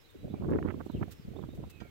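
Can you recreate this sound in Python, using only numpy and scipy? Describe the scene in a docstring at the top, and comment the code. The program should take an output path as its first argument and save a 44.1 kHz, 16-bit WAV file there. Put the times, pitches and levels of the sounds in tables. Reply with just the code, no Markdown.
"""Young rabbits shuffle on straw in a hutch, very close. Far birds whistle over a quiet outdoor hush
and the straw stirs faintly. Then stick-slip rubbing, scuffs and dull bumps, from the animals or a
hand on the housing, come through solid contact, mostly on the right, with small snags on top.
They peak just after half a second and thin out. Two straw swishes stand out, near 1.1 s and 1.7 s,
and at the end a wire pings once."""
import sys
import numpy as np
from scipy import signal
from scipy.fft import rfft, irfft
from scipy.io import wavfile
from scipy.ndimage import uniform_filter1d

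SR = 44100
rng = np.random.default_rng(int(sys.argv[2]) if len(sys.argv) > 2 else 0)


def materialize(psi):
    """Save the field psi as 16-bit PCM at rate SR to the path in sys.argv[1].

    A 1-D psi becomes a single channel; in a 2-D psi each row is a channel.
    """
    bounded = np.clip(np.atleast_2d(psi).T, -1, 1)
    quanta = np.round(bounded * 32767).astype(np.int16)
    wavfile.write(sys.argv[1], SR, quanta)


N = 83790

# tone of the air bed: f/Hz, gain/dB
HUSH_EQ = [(20, 3.5), (75, 10.5), (140, 6), (220, -6), (300, 7.5), (360, 2), (450, 4.5), (600, -4),
           (1200, -8), (2500, -7), (3700, -10), (5200, -17), (7800, -18), (9500, -24), (12500, -17.5),
           (16000, -17.5)]
# fader ride of the air bed: t/s, level/dB
HUSH_FADER = [(0, -61.5), (.6, -61), (1.1, -59.5), (1.5, -61.5), (1.9, -61)]
# stereo lean of the air bed: f/Hz, left minus right/dB
HUSH_PAN = [(100, 8.5), (600, -5), (2500, -5), (4000, -5), (8000, -1), (14000, 0)]
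# far bird notes: t/s, length/s, start f/Hz, end f/Hz, level/dB, wobble/Hz, reverb send/dB
BIRD_NOTES = [(0, 0.027, 5300, 5050, -67, 140, -1), (.035, 0.038, 3910, 4120, -64, 120, 0.5),
              (0.088, 0.02, 3640, 3650, -62.5, 44, 1), (0.134, 0.15, 3865, 3926, -72.5, 15, -5),
              (0.288, 0.041, 3500, 3970, -64, 180, -2), (0.336, 0.058, 2397, 2230, -64, 60, -3),
              (0.659, 0.067, 3420, 3240, -70, 100, -3), (0.881, 0.052, 4160, 3600, -66, 240, 5),
              (0.924, 0.038, 3400, 3000, -63, 150, 3), (.955, .035, 2880, 2685, -58, 104, -4),
              (1.092, .16, 5410, 5120, -70, 124, -1), (1.20, 0.058, 4680, 4580, -72, 140, -2),
              (1.361, .02, 3560, 3570, -56.5, 94, -7), (1.403, 0.036, 3740, 3100, -64, 150, -4),
              (1.484, 0.055, 3644, 3810, -63, 80, -2), (1.58, 0.22, 3710, 3850, -74.5, 170, 2),
              (1.687, 0.12, 2720, 2425, -61, 36, -3), (1.803, 0.093, 2397, 2126, -61.5, 45, -2)]
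# straw swishes: t/s, length/s, level/dB, left minus right/dB
STRAW_SWISHES = [(0.012, 0.033, -73, 3), (0.102, 0.021, -62.5, -1), (.222, .008, -75, 3),
                 (.503, .012, -61, -1), (0.848, .04, -62, 0), (0.913, 0.016, -62, -5),
                 (1.108, 0.037, -49, -3.5), (1.155, 0.047, -71, -2), (1.544, 0.045, -61.5, -3),
                 (1.697, 0.025, -52, -1)]
# tone of sliding stalks: f/Hz, gain/dB
STRAW_EQ = [(500, -20), (1300, 3), (2200, -2), (4000, 1), (5500, -3), (8000, 0), (9500, -7), (12000, -3),
            (15500, 0)]
# strength of the rubbing: t/s, left level/dB, right level/dB
RUB_FADER = [(0, -81.5, -80), (.13, -66, -76), (.195, -51.5, -53), (.25, -45.5, -40.5), (.35, -44, -40.5),
             (.45, -38, -35.5), (.54, -30, -32), (0.619, -37.5, -37.5), (.70, -53, -36),
             (.82, -43.5, -44.5), (0.916, -59, -49.5), (0.951, -37, -37), (1.01, -46, -39),
             (1.061, -55, -43), (1.16, -57, -56.5), (1.225, -56, -57.5), (1.28, -45, -45.5),
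             (1.37, -56, -41), (1.52, -50.5, -45), (1.60, -46.5, -40), (1.67, -47.5, -42),
             (1.701, -61, -53.5), (1.841, -79, -44), (1.9, -55, -58)]
# tone of the rubbing: f/Hz, gain/dB
RUB_EQ = [(20, -12.5), (45, -4.5), (90, 7), (160, -2), (380, -7), (520, -18), (800, -33), (1200, -48.5),
          (2500, -66), (6000, -90)]
# dull scuffs: t/s, length/s, level before EQ/dB, f/Hz, left minus right/dB
SCUFF_CUES = [(0.143, 0.016, -57, 500, 3), (.15, 0.028, -47, 323, -1), (0.24, 0.019, -46.5, 526, -13),
              (0.269, 0.023, -46.5, 490, -4), (0.339, 0.019, -45.5, 634, -23), (0.378, 0.016, -52, 557, -9),
              (0.529, 0.047, -33.5, 432, 0), (0.599, 0.015, -42, 565, -1.5), (0.643, 0.028, -39, 483, -8),
              (0.741, 0.0082, -47, 450, -8), (0.778, 0.0087, -51, 564, -16), (0.862, 0.009, -47, 594, -22),
              (0.943, .02, -43.5, 485, -26), (1.077, 0.017, -52.5, 655, -17), (1.276, 0.017, -57, 510, -10),
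              (1.335, 0.012, -53, 570, -14), (1.535, .008, -48, 477, -12), (1.575, 0.024, -52.5, 510, -16),
              (1.849, 0.028, -55.5, 580, -19)]
# dull bumps: t/s, level before trim and EQ/dB, left minus right/dB, f/Hz
BUMP_CUES = [(0.251, -29, 5, 160), (.282, -42, 1.5, 405), (.309, -34.5, 10, 200), (.341, -22, -33, 250),
             (.401, -26, 3, 170), (0.422, -25.5, -8, 185), (0.437, -23.5, -4, 217), (0.488, -25.5, -5, 256),
             (0.507, -22, -10, 200), (.516, -18.5, 5, 367), (.524, -20.5, -26, 250), (.533, -22, -10, 252),
             (.543, -24, -6, 274), (.554, -17.5, -1, 307), (.560, -17, 11, 310), (.570, -23, -13, 307),
             (0.588, -20.5, -6, 332), (0.602, -26.5, -6, 200), (.622, -24.5, -11, 257),
             (.652, -18.5, -3.5, 223), (.659, -20.5, -25, 288), (.687, -29, -3, 178), (.699, -27, -20, 168),
             (.746, -25.5, -7, 270), (0.771, -33, 9, 157), (.796, -33, -15, 203), (.866, -28, -16, 274),
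             (.902, -25.5, -20, 242), (.940, -29, 1, 177), (0.949, -23, -16, 210), (0.987, -27.5, 6, 142),
             (1.017, -21.5, 0.5, 216), (1.026, -20, -10, 121), (1.078, -34.5, -9, 194),
             (1.199, -35.5, 6, 166.4), (1.253, -36, 1.5, 167), (1.285, -29, -2.5, 153),
             (1.316, -34.5, -7, 183), (1.361, -34, -6, 273), (1.393, -35, -22, 193), (1.417, -34, -17, 166),
             (1.44, -29.5, -27, 216), (1.45, -32, -3, 125), (1.491, -30.5, -11, 229),
             (1.535, -39.5, -5, 242), (1.589, -27, -3.5, 146), (1.644, -37, -14, 145),
             (1.673, -42.5, 2, 196), (1.821, -33.5, -32, 221)]
# sharp snags: t/s, level before trim and EQ/dB, f/Hz, half-width of the scrape/s
SNAG_CUES = [(.344, -41, 910, 0.011), (.425, -38, 930, 0.017), (.447, -35.5, 990, 0.01),
             (.489, -35.5, 930, 0.0039), (.496, -35.5, 1080, 0.0025), (.506, -40, 1050, 0.0091),
             (.522, -30, 1270, 0.0089), (.536, -28.5, 1610, 0.0075), (.548, -39.5, 1400, .008),
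             (.559, -30.5, 1310, 0.0082), (.590, -26.5, 1420, 0.0022), (.6285, -29, 1630, 0.0015),
             (.653, -35, 1120, 0.0067), (.662, -34, 1020, 0.021), (.678, -37, 1200, 0.009),
             (.687, -26.5, 1620, 0.011), (.700, -38, 1700, 0.0043), (.706, -25.5, 1720, 0.0043),
             (.713, -37, 1510, 0.0052), (.743, -40.5, 1020, 0.0028), (.805, -35, 1090, 0.0045),
             (.812, -31.5, 1260, 0.0044), (.866, -45, 850, 0.0045), (.902, -38, 960, .004),
             (1.016, -36.5, 1010, 0.0056), (1.0305, -25, 1550, 0.0029), (1.0333, -34.5, 1410, .002),
             (1.366, -41.5, 726, 0.0086), (1.393, -40.5, 800, 0.0033), (1.438, -37, 940, 0.0071),
             (1.491, -50, 730, 0.0034), (1.640, -39.5, 820, 0.01), (1.821, -40, 930, 0.0044)]
# tone of the scratch on the wire: f/Hz, gain/dB
SCRATCH_EQ = [(700, -20), (1300, -2), (3500, 4), (5000, -8), (8000, -12.5), (11000, -28)]
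# ringing modes of the wire: f/Hz, level/dB, t60/s
WIRE_MODES = [(1386, -52.5, .35), (1580, -60, 0.32), (1863, -53, .12), (2320, -56, .13),
              (3250, -52.5, 0.084), (4860, -59, 0.087), (5750, -62, .06), (6449, -62, .09),
              (8000, -69, .06)]

SLIPS_PER_S, SLIP_SPREAD_DB = 300, 3.5
KNEE_HZ, FIRM_DB, BRIGHTEN_DB_PER_DB = 236, -51.5, 0.39
BUMP_TRIM_DB, BODY_SEND_DB = -0.5, -12.5
SNAG_TRIM_DB, SNAG_LEFT_DB, SCRAPE_DB, TICK_GAP_S = 1, -36, -1, 0.001
PING_AT_S, PING_RISE_S, RATTLE_RAD = 1.802, 0.0014, 0.39
SCRATCH_DB, SCRATCH_T60_S = -55, 0.1
CUTOFF_HZ = 15900
TIME = np.arange(N) / SR


def amp(db):
    """Decibels to gain."""
    return 10 ** (np.asarray(db) / 20)


def unit(x):
    """Scales to rms 1."""
    return x / np.sqrt(np.mean(x ** 2) + 1e-20)


def pan(db):
    """Constant-power gains, the left db above the right."""
    gains = amp([[db / 2], [-db / 2]])
    return gains / np.linalg.norm(gains)


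def eq(x, points, depth=1):
    """Filters by a curve of f/Hz, gain/dB; depth scales its decibels."""
    hz, db = np.transpose(points)
    curve_db = np.interp(np.log(np.fft.rfftfreq(N, 1 / SR) + 1), np.log(hz), db)
    return irfft(rfft(x) * amp(depth * curve_db), N)


def pulse(t, hz, cycles, phase=0):
    """A short swing under a bell curve centred on t = 0."""
    return np.exp(-.5 * (t * hz / cycles) ** 2) * np.cos(2 * np.pi * hz * t + phase)


def reverb(x, t60):
    """A diffuse tail, different on each side."""
    t = TIME[:SR // 2]
    tail = rng.standard_normal((2, len(t))) * amp(-60 * t / t60)
    tail /= np.linalg.norm(tail, axis=1, keepdims=True)
    return signal.fftconvolve(np.atleast_2d(x), tail, axes=1)[:, :N]


def hush():
    """A quiet bed of outdoor air and hiss."""
    air = unit(eq(rng.standard_normal((2, N)), HUSH_EQ))
    fader = amp(np.interp(TIME, *np.transpose(HUSH_FADER)))
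    return fader * eq(air, HUSH_PAN, depth=np.array([[.5], [-.5]]))


def birds():
    """Gliding, wavering whistles, blurred by distance."""
    direct, send = np.zeros((2, N))
    for start, length, from_hz, to_hz, db, wobble_hz, send_db in BIRD_NOTES:
        progress = np.clip((TIME - start) / length, 0, 1)
        wobble = unit(uniform_filter1d(rng.standard_normal(N), size=90))
        hz = from_hz + (to_hz - from_hz) * progress + wobble_hz * wobble
        swell = np.sqrt(abs(np.sin(np.pi * progress)))
        note = amp(db) * swell * np.sin(2 * np.pi * np.cumsum(hz) / SR)
        direct += note
        send += amp(send_db) * note
    return pan(db=-7) * (direct + reverb(send, t60=0.29))


def straw():
    """Stalks slide over each other in brief swishes of fine grains."""
    grains = rng.standard_normal((2, N)) * (rng.random((2, N)) < 9000 / SR)  # 9000 a second
    fader = np.zeros((2, N))
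    for start, length, db, side_db in STRAW_SWISHES:
        progress = np.clip((TIME - start) / length, 0, 1)
        fader += amp(db) * pan(side_db) * abs(np.sin(np.pi * progress ** 0.52))
    swishes = fader * unit(eq(grains, STRAW_EQ))
    return swishes + amp(-17) * reverb(swishes, t60=0.14)


def rubbing():
    """Dense little slips, each a dull pulse; firmer contact opens up the tone."""
    times, left, right = np.transpose(RUB_FADER)
    level_db = np.array([np.interp(TIME, times, left), np.interp(TIME, times, right)])
    slips = (rng.random((2, N)) < SLIPS_PER_S / SR) * rng.choice([-1, 1], (2, N))
    strength = amp(SLIP_SPREAD_DB * np.clip(rng.standard_normal((2, N)), -2, 1.5))
    rub = unit(eq(slips * strength, RUB_EQ))
    lows = signal.sosfiltfilt(signal.butter(2, KNEE_HZ, fs=SR, output="sos"), rub)
    brightness = amp(BRIGHTEN_DB_PER_DB * (level_db - FIRM_DB))
    return amp(level_db) * (lows + brightness * (rub - lows))


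def scuffs():
    """Runs of fast slips briefly give the rubbing a hollow, grunting pitch."""
    out, t = np.zeros((2, N)), np.arange(-400, 401) / SR
    for start, length, db, hz, side_db in SCUFF_CUES:
        progress = np.clip((TIME - start) / length, 0, 1)
        swell = abs(np.sin(np.pi * progress ** 0.45))
        slip = pulse(t, hz, cycles=0.62)
        grunt = swell * signal.oaconvolve(rng.standard_normal((2, N)), slip[None], "same", axes=1)
        grunt *= np.linalg.norm(swell) / np.linalg.norm(grunt, axis=1, keepdims=True)
        out += amp(db) * pan(side_db) * grunt
    return eq(out, [(100, -10), (300, 4.5), (800, 2), (1500, -26), (3000, -40.5)])


def bumps():
    """Soft knocks shake the two sides out of step and die quickly in the body they pass through."""
    knocks = np.zeros((2, N))
    signs = rng.choice([-1, 1], (len(BUMP_CUES), 2))
    for (at, db, side_db, hz), (lead, polarity) in zip(BUMP_CUES, signs):
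        phase = np.array([[lead * np.pi / 2], [0]])  # left a quarter cycle early or late
        knock = polarity * pulse(TIME - at, hz, cycles=0.4, phase=phase)
        knocks += amp(db + BUMP_TRIM_DB) * pan(side_db) * knock
    knocks = eq(knocks, [(20, -18), (70, -0.5), (600, 2.5), (1000, -9)])
    return knocks + amp(BODY_SEND_DB) * reverb(knocks, t60=0.081)


def snags():
    """Each snag is one sharp slip inside a short scrape of smaller ones, hard right."""
    out, t = np.zeros(N), np.arange(-200, 201) / SR
    for at, db, hz, width in SNAG_CUES:
        away = abs(TIME - at)
        grains = rng.standard_normal(N) * (rng.random(N) < 1500 / SR)
        # scrape grains fade out around the main tick, keeping it clear and steady
        duck = np.minimum(away / TICK_GAP_S, 1) ** 2
        scrape = grains * np.exp(-.5 * (away / width) ** 2) * duck
        slips = amp(SCRAPE_DB) * scrape / (np.linalg.norm(scrape) + 1e-9)
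        slips[round(at * SR)] += 1  # the main tick
        tick = pulse(t, hz, cycles=0.34, phase=np.pi / 2)
        out += amp(db + SNAG_TRIM_DB) * np.convolve(slips, tick, "same")
    out = eq(out, [(200, 28), (700, 6.5), (2200, -5), (3000, -6.5), (4500, -26)])
    return out * amp([[SNAG_LEFT_DB], [0]])


def wire():
    """A light scratch rings the wire mesh, which rattles a little."""
    t = np.maximum(TIME - PING_AT_S, 0)
    scratch = unit(eq(rng.standard_normal((2, N)), SCRATCH_EQ))
    ping = amp(SCRATCH_DB - 60 * t / SCRATCH_T60_S) * scratch
    for hz, db, t60 in WIRE_MODES:
        phase = rng.uniform(0, 2 * np.pi, (2, 1))
        rattle = RATTLE_RAD * unit(uniform_filter1d(rng.standard_normal((2, N)), size=150))
        ping += amp(db - 60 * t / t60) * np.sin(2 * np.pi * hz * t + phase + rattle)
    attack = np.minimum(t / PING_RISE_S, 1)
    return ping * attack * pan(db=-6)


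def scene():
    """Close contact sounds, straw and wire over the outdoor backdrop."""
    contact = bumps() + rubbing() + scuffs() + snags()
    return contact + straw() + wire() + birds() + hush()


def record(dry):
    """A steep high cut takes the very top off the mix."""
    high_cut = signal.firwin(511, CUTOFF_HZ, window=("kaiser", 8), fs=SR)
    return signal.oaconvolve(dry, high_cut[None], "same")


dry = scene()
out = record(dry)
materialize(out)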